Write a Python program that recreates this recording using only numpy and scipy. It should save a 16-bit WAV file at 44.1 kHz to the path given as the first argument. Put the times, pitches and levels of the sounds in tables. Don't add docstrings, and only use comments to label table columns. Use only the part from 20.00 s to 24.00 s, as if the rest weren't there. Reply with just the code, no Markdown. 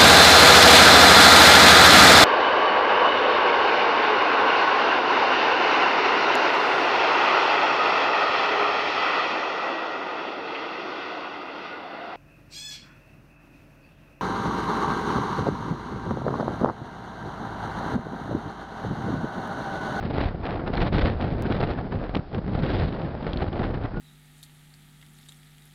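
import sys
import numpy as np
from scipy import signal
from scipy.fft import rfft, irfft
from scipy.io import wavfile
from scipy.ndimage import uniform_filter1d

SR = 44100
rng = np.random.default_rng(int(sys.argv[2]) if len(sys.argv) > 2 else 0)


def digitize_waveform(pressure):
    field = np.atleast_2d(pressure).T
    bounded = np.clip(field, -1, 1)
    quanta = np.round(bounded * 32767).astype(np.int16)
    wavfile.write(sys.argv[1], SR, quanta)


N = 176400

# t/s, level/dB
GUST_LEVELS = [(0.0, -45), (0.05, -34), (0.08, -42.5), (0.22, -27.5), (0.259, -34), (0.279, -36.5),
               (0.359, -46.5), (0.419, -46.5), (0.449, -28), (0.659, -38), (0.678, -27), (0.718, -46),
               (0.738, -26), (0.788, -35.5), (0.818, -22.5), (0.838, -33.5), (0.878, -26.5), (0.908, -52),
               (0.928, -30.5), (1.018, -27.5), (1.038, -35.5), (1.058, -27), (1.187, -44), (1.207, -31.5),
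               (1.327, -36), (1.367, -41), (1.497, -32), (1.616, -33), (1.636, -27), (1.666, -36),
               (1.696, -29.5), (1.766, -43), (1.786, -35.5), (1.906, -48), (1.926, -32), (1.976, -42.5),
               (2.045, -36), (2.125, -43.5), (2.155, -31.5), (2.205, -47.5), (2.295, -53.5), (2.345, -35),
               (2.424, -48), (2.494, -42.5), (2.554, -36.5), (2.614, -37.5), (2.704, -30), (2.724, -33),
               (2.844, -34), (2.863, -39), (2.993, -38), (3.013, -36.5), (3.113, -42), (3.223, -40),
               (3.273, -35), (3.352, -41), (3.422, -31.5), (3.512, -44.5), (3.572, -33), (3.622, -34.5),
               (3.642, -30.5), (3.722, -41.5), (3.751, -35), (3.801, -45), (3.841, -35), (3.911, -45),
               (3.971, -38.5), (3.996, -46.5)]
# f/Hz, level/dB
WIND_SPECTRUM = [(12, -18.5), (25, -1.5), (55, -1), (85, 0.5), (150, -2), (205, -5.5), (260, -6),
                 (400, -10), (810, -15), (970, -20.5), (1550, -22.5), (2600, -32), (4000, -35),
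                 (5000, -41.5), (5800, -50)]
DIAPHRAGM_HZ, DIAPHRAGM_T60_S = 2610, 0.0013


def from_db(db):
    return 10 ** (np.asarray(db) / 20)


def unit_rms(x):
    return x / np.sqrt(np.mean(x ** 2) + 1e-20)


def in_time(rows):
    return np.interp(np.arange(N) / SR, *np.transpose(rows))


def drift(hz):
    step, settle = 20, 2000
    pole = np.exp(-2 * np.pi * hz * step / SR)
    noise = rng.standard_normal(N // step + settle + 2)
    slow = signal.lfilter([1], [1, -2 * pole, pole * pole], noise)[settle:]
    return np.interp(np.arange(N) / step, np.arange(len(slow)), unit_rms(slow))


def log_bins():
    return np.log(np.maximum(np.arange(N + 1) * SR / (2 * N), 1))


def coloured(x, spectrum):
    hz, db = np.transpose(spectrum)
    gain = from_db(np.interp(log_bins(), np.log(hz), db))
    cepstrum = irfft(np.log(gain))
    cepstrum[1:N] *= 2
    cepstrum[N + 1:] = 0
    return irfft(rfft(x, 2 * N) * np.exp(rfft(cepstrum)))[:N]


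def ring(x, hz, t60):
    radius, angle = from_db(-60 / (t60 * SR)), 2 * np.pi * hz / SR
    return signal.lfilter([0, np.sin(angle)], [1, -2 * radius * np.cos(angle), radius ** 2], x + 1e-18)


def decay(tau_s):
    return np.exp(-np.arange(N) / SR / tau_s)


def play(events, shape):
    impulses = np.zeros(N)
    for at_s, db in events:
        impulses[int(at_s * SR)] += from_db(db)
    return signal.fftconvolve(impulses, shape / np.abs(shape).max())[:N]


def eddies(per_s=1100, spread_db=2, even_flow_db=-1.5):
    sizes = from_db(spread_db * np.minimum(rng.exponential(1, N), 4)) * rng.choice([-1, 1], N)
    kicks = sizes * (rng.random(N) < per_s / SR)
    flow = unit_rms(kicks) + from_db(even_flow_db) * rng.standard_normal(N)
    return coloured(flow, WIND_SPECTRUM)


def wind(rms_db=-26, flutter_hz=52.5, even_out_s=0.066, own_flutter_db=1.38):
    # t/s, level/dB
    rumble = [(0.0, -30), (0.06, -44.5), (0.16, -34.5), (0.259, -24.5), (0.319, -38), (0.728, -34),
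              (0.788, -23), (0.908, -35), (0.958, -19.5), (1.197, -32), (1.347, -30.5), (1.397, -26.5),
              (1.596, -31.5), (1.836, -40.5), (2.175, -30.5), (2.255, -44.5), (2.624, -29.5), (2.814, -26),
              (2.943, -50.5), (3.093, -35), (3.163, -40.5), (3.372, -28), (3.562, -32.5), (3.851, -27),
              (3.901, -31), (3.996, -34.5)]
    # t/s, level/dB
    buffet = [(0.0, -37), (0.06, -21.5), (0.2, -26), (0.359, -31), (0.569, -26.5), (0.599, -27),
              (0.688, -28.5), (0.758, -25.5), (0.808, -22.5), (0.908, -23.5), (0.968, -22), (1.018, -26),
              (1.058, -18.5), (1.167, -30.5), (1.227, -26), (1.417, -24.5), (1.636, -24), (1.876, -28.5),
              (1.946, -23.5), (2.095, -37), (2.165, -19.5), (2.245, -42), (2.305, -33), (2.375, -19.5),
              (2.424, -36), (2.474, -21.5), (2.824, -22), (2.963, -28), (3.013, -23.5), (3.173, -31.5),
              (3.382, -25), (3.532, -29), (3.582, -23), (3.851, -29), (3.901, -37.5), (3.996, -21.5)]
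    # t/s, level/dB
    treble = [(0, 6.5), (.28, 0.5), (.42, 0.5), (.62, -8), (.8, 1.5), (1.1, 2.5), (1.3, -1), (1.6, 2),
              (1.9, -1), (2.4, -1.5), (2.55, 2.5), (2.85, 6.5), (3.15, 1.5), (3.6, 0.5), (4, -5)]
    # centre f/Hz, weights of rumble, buffet, gusts and treble, depth of common flutter/dB
    bands = [(32, 0.66, 0, 0, 0.065, 0.7), (76.4, 0.64, 0.56, 0.016, 0.3, .8),
             (153, 0.084, 1.05, .05, 0.061, 1.8), (325, 0, 0.62, 0.47, 0.038, 1.8),
             (650, 0, .25, .63, 0, 1.3), (1400, 0.058, 0.013, 0.88, .15, 2.0),
             (3420, 0.12, 0.14, 1.18, 1, 3)]
    pressure_spectrum = rfft(unit_rms(eddies()), 2 * N)
    flutter = drift(flutter_hz)
    flutter = unit_rms(flutter - uniform_filter1d(flutter, int(even_out_s * SR)))
    controls = np.array([in_time(rumble), in_time(buffet), in_time(GUST_LEVELS), in_time(treble), flutter])
    log_centres = np.log([row[0] for row in bands])
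    pressure = np.zeros(N)
    for selector, (_, *weights) in zip(np.eye(len(bands)), bands):
        passband = np.interp(log_bins(), log_centres, selector)
        band = irfft(pressure_spectrum * passband)[:N]
        swing_db = np.dot(weights, controls) + own_flutter_db * drift(flutter_hz)
        pressure += band * unit_rms(from_db(swing_db))
    return from_db(rms_db) * unit_rms(pressure)


def surf(rms_db=-51.5):
    # f/Hz, level/dB
    surf_spectrum = [(30, 0), (300, 1.5), (750, -7.5), (1000, -13.5), (1600, -13), (2600, -16), (4200, -18),
                     (5100, -16), (5900, -27.5)]
    return from_db(rms_db) * unit_rms(coloured(rng.standard_normal(N), surf_spectrum))


def crackle(per_s=73, rate_exponent=1.2, offset_db=-2.5, spread_db=7):
    gust_db = in_time(GUST_LEVELS)
    rate = per_s * unit_rms(from_db(rate_exponent * gust_db))
    snaps = rng.random(N) < rate / SR
    sizes = from_db(gust_db + offset_db + spread_db * np.clip(rng.standard_normal(N), -2, 2))
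    return ring(snaps * sizes * rng.choice([-1, 1], N), DIAPHRAGM_HZ, DIAPHRAGM_T60_S)


def slaps(rasp_db=-12, rasp_tau_s=0.0055, rasp_above_hz=350):
    # t/s, peak level/dB
    impacts = [(.148, -19.5), (.183, -13), (.272, -22), (.434, -25), (.674, -20.5), (.868, -20),
               (.926, -23.5), (1.052, -23), (1.099, -16), (1.382, -20.5), (1.522, -22.5), (1.926, -21.5),
               (2.040, -23), (2.094, -22), (2.149, -11.5), (2.167, -19.5), (2.346, -18.5), (2.381, -24.5),
               (2.479, -24.5), (2.649, -16.5), (3.267, -17.5), (3.640, -18), (3.837, -21)]
    thumps = play(impacts, coloured(signal.unit_impulse(N), WIND_SPECTRUM))
    high_pass = signal.butter(2, rasp_above_hz, "high", fs=SR, output="sos")
    breakup = unit_rms(signal.sosfilt(high_pass, eddies()))
    rasps = from_db(rasp_db) * breakup * play(impacts, decay(rasp_tau_s))
    return rasps - thumps


def cracks():
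    # t/s, peak level/dB
    overloads = [(.184, -27), (.455, -24), (.820, -15), (.931, -22.5), (.984, -16), (1.017, -19),
                 (1.058, -20), (1.100, -26), (1.211, -21), (1.524, -16), (1.637, -24), (2.1533, -12),
                 (2.171, -21), (2.347, -22)]
    return play(overloads, ring(signal.unit_impulse(N), DIAPHRAGM_HZ, DIAPHRAGM_T60_S))


def handling(rub_tau_s=0.0014, rub_db=-8):
    # t/s, relative level/dB
    ticks = [(.753, -23), (.771, -20.5), (3.297, -33.5), (3.306, -36), (3.3328, -20.5), (3.3727, -22),
             (3.5289, -28.5)]
    # f/Hz, relative level/dB, T60/s
    modes = [(3300, 0, .006), (4100, -6, .006)]
    body = np.zeros(N)
    for hz, db, t60 in modes:
        resonance = ring(rng.standard_normal(N), hz, t60)
        body += from_db(db) * unit_rms(ring(resonance, hz, t60 / 2))
    return from_db(rub_db) * unit_rms(body) * play(ticks, decay(rub_tau_s))


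def digital_click(at_s=1.4233, peak_db=-21.5, corner_hz=500):
    return play([(at_s, peak_db)], decay(1 / (2 * np.pi * corner_hz)))


def whistle(at_s=3.970, sigma_s=0.023, hz=1445, peak_db=-41, waver=0.0172):
    swell = np.exp(-.5 * ((np.arange(N) / SR - at_s) / sigma_s) ** 2)
    pitch_hz = hz * (1 + waver * drift(hz=60))
    return from_db(peak_db) * swell * np.sin(2 * np.pi * np.cumsum(pitch_hz) / SR)


def scene():
    return (wind() + surf() + crackle() + slaps() + cracks() + handling() + whistle())[None]


def record(dry, roll_off_hz=4940, bandwidth_hz=5949, cutoff_hz=16000):
    dull = signal.sosfilt(signal.butter(8, roll_off_hz, fs=SR, output="sos"), dry)
    narrow = signal.sosfilt(signal.ellip(10, .1, 80, bandwidth_hz, fs=SR, output="sos"), dull)
    output_filter = signal.ellip(10, .1, 80, cutoff_hz, fs=SR, output="sos")
    return signal.sosfilt(output_filter, narrow + digital_click())


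dry = scene()
out = record(dry)
digitize_waveform(out)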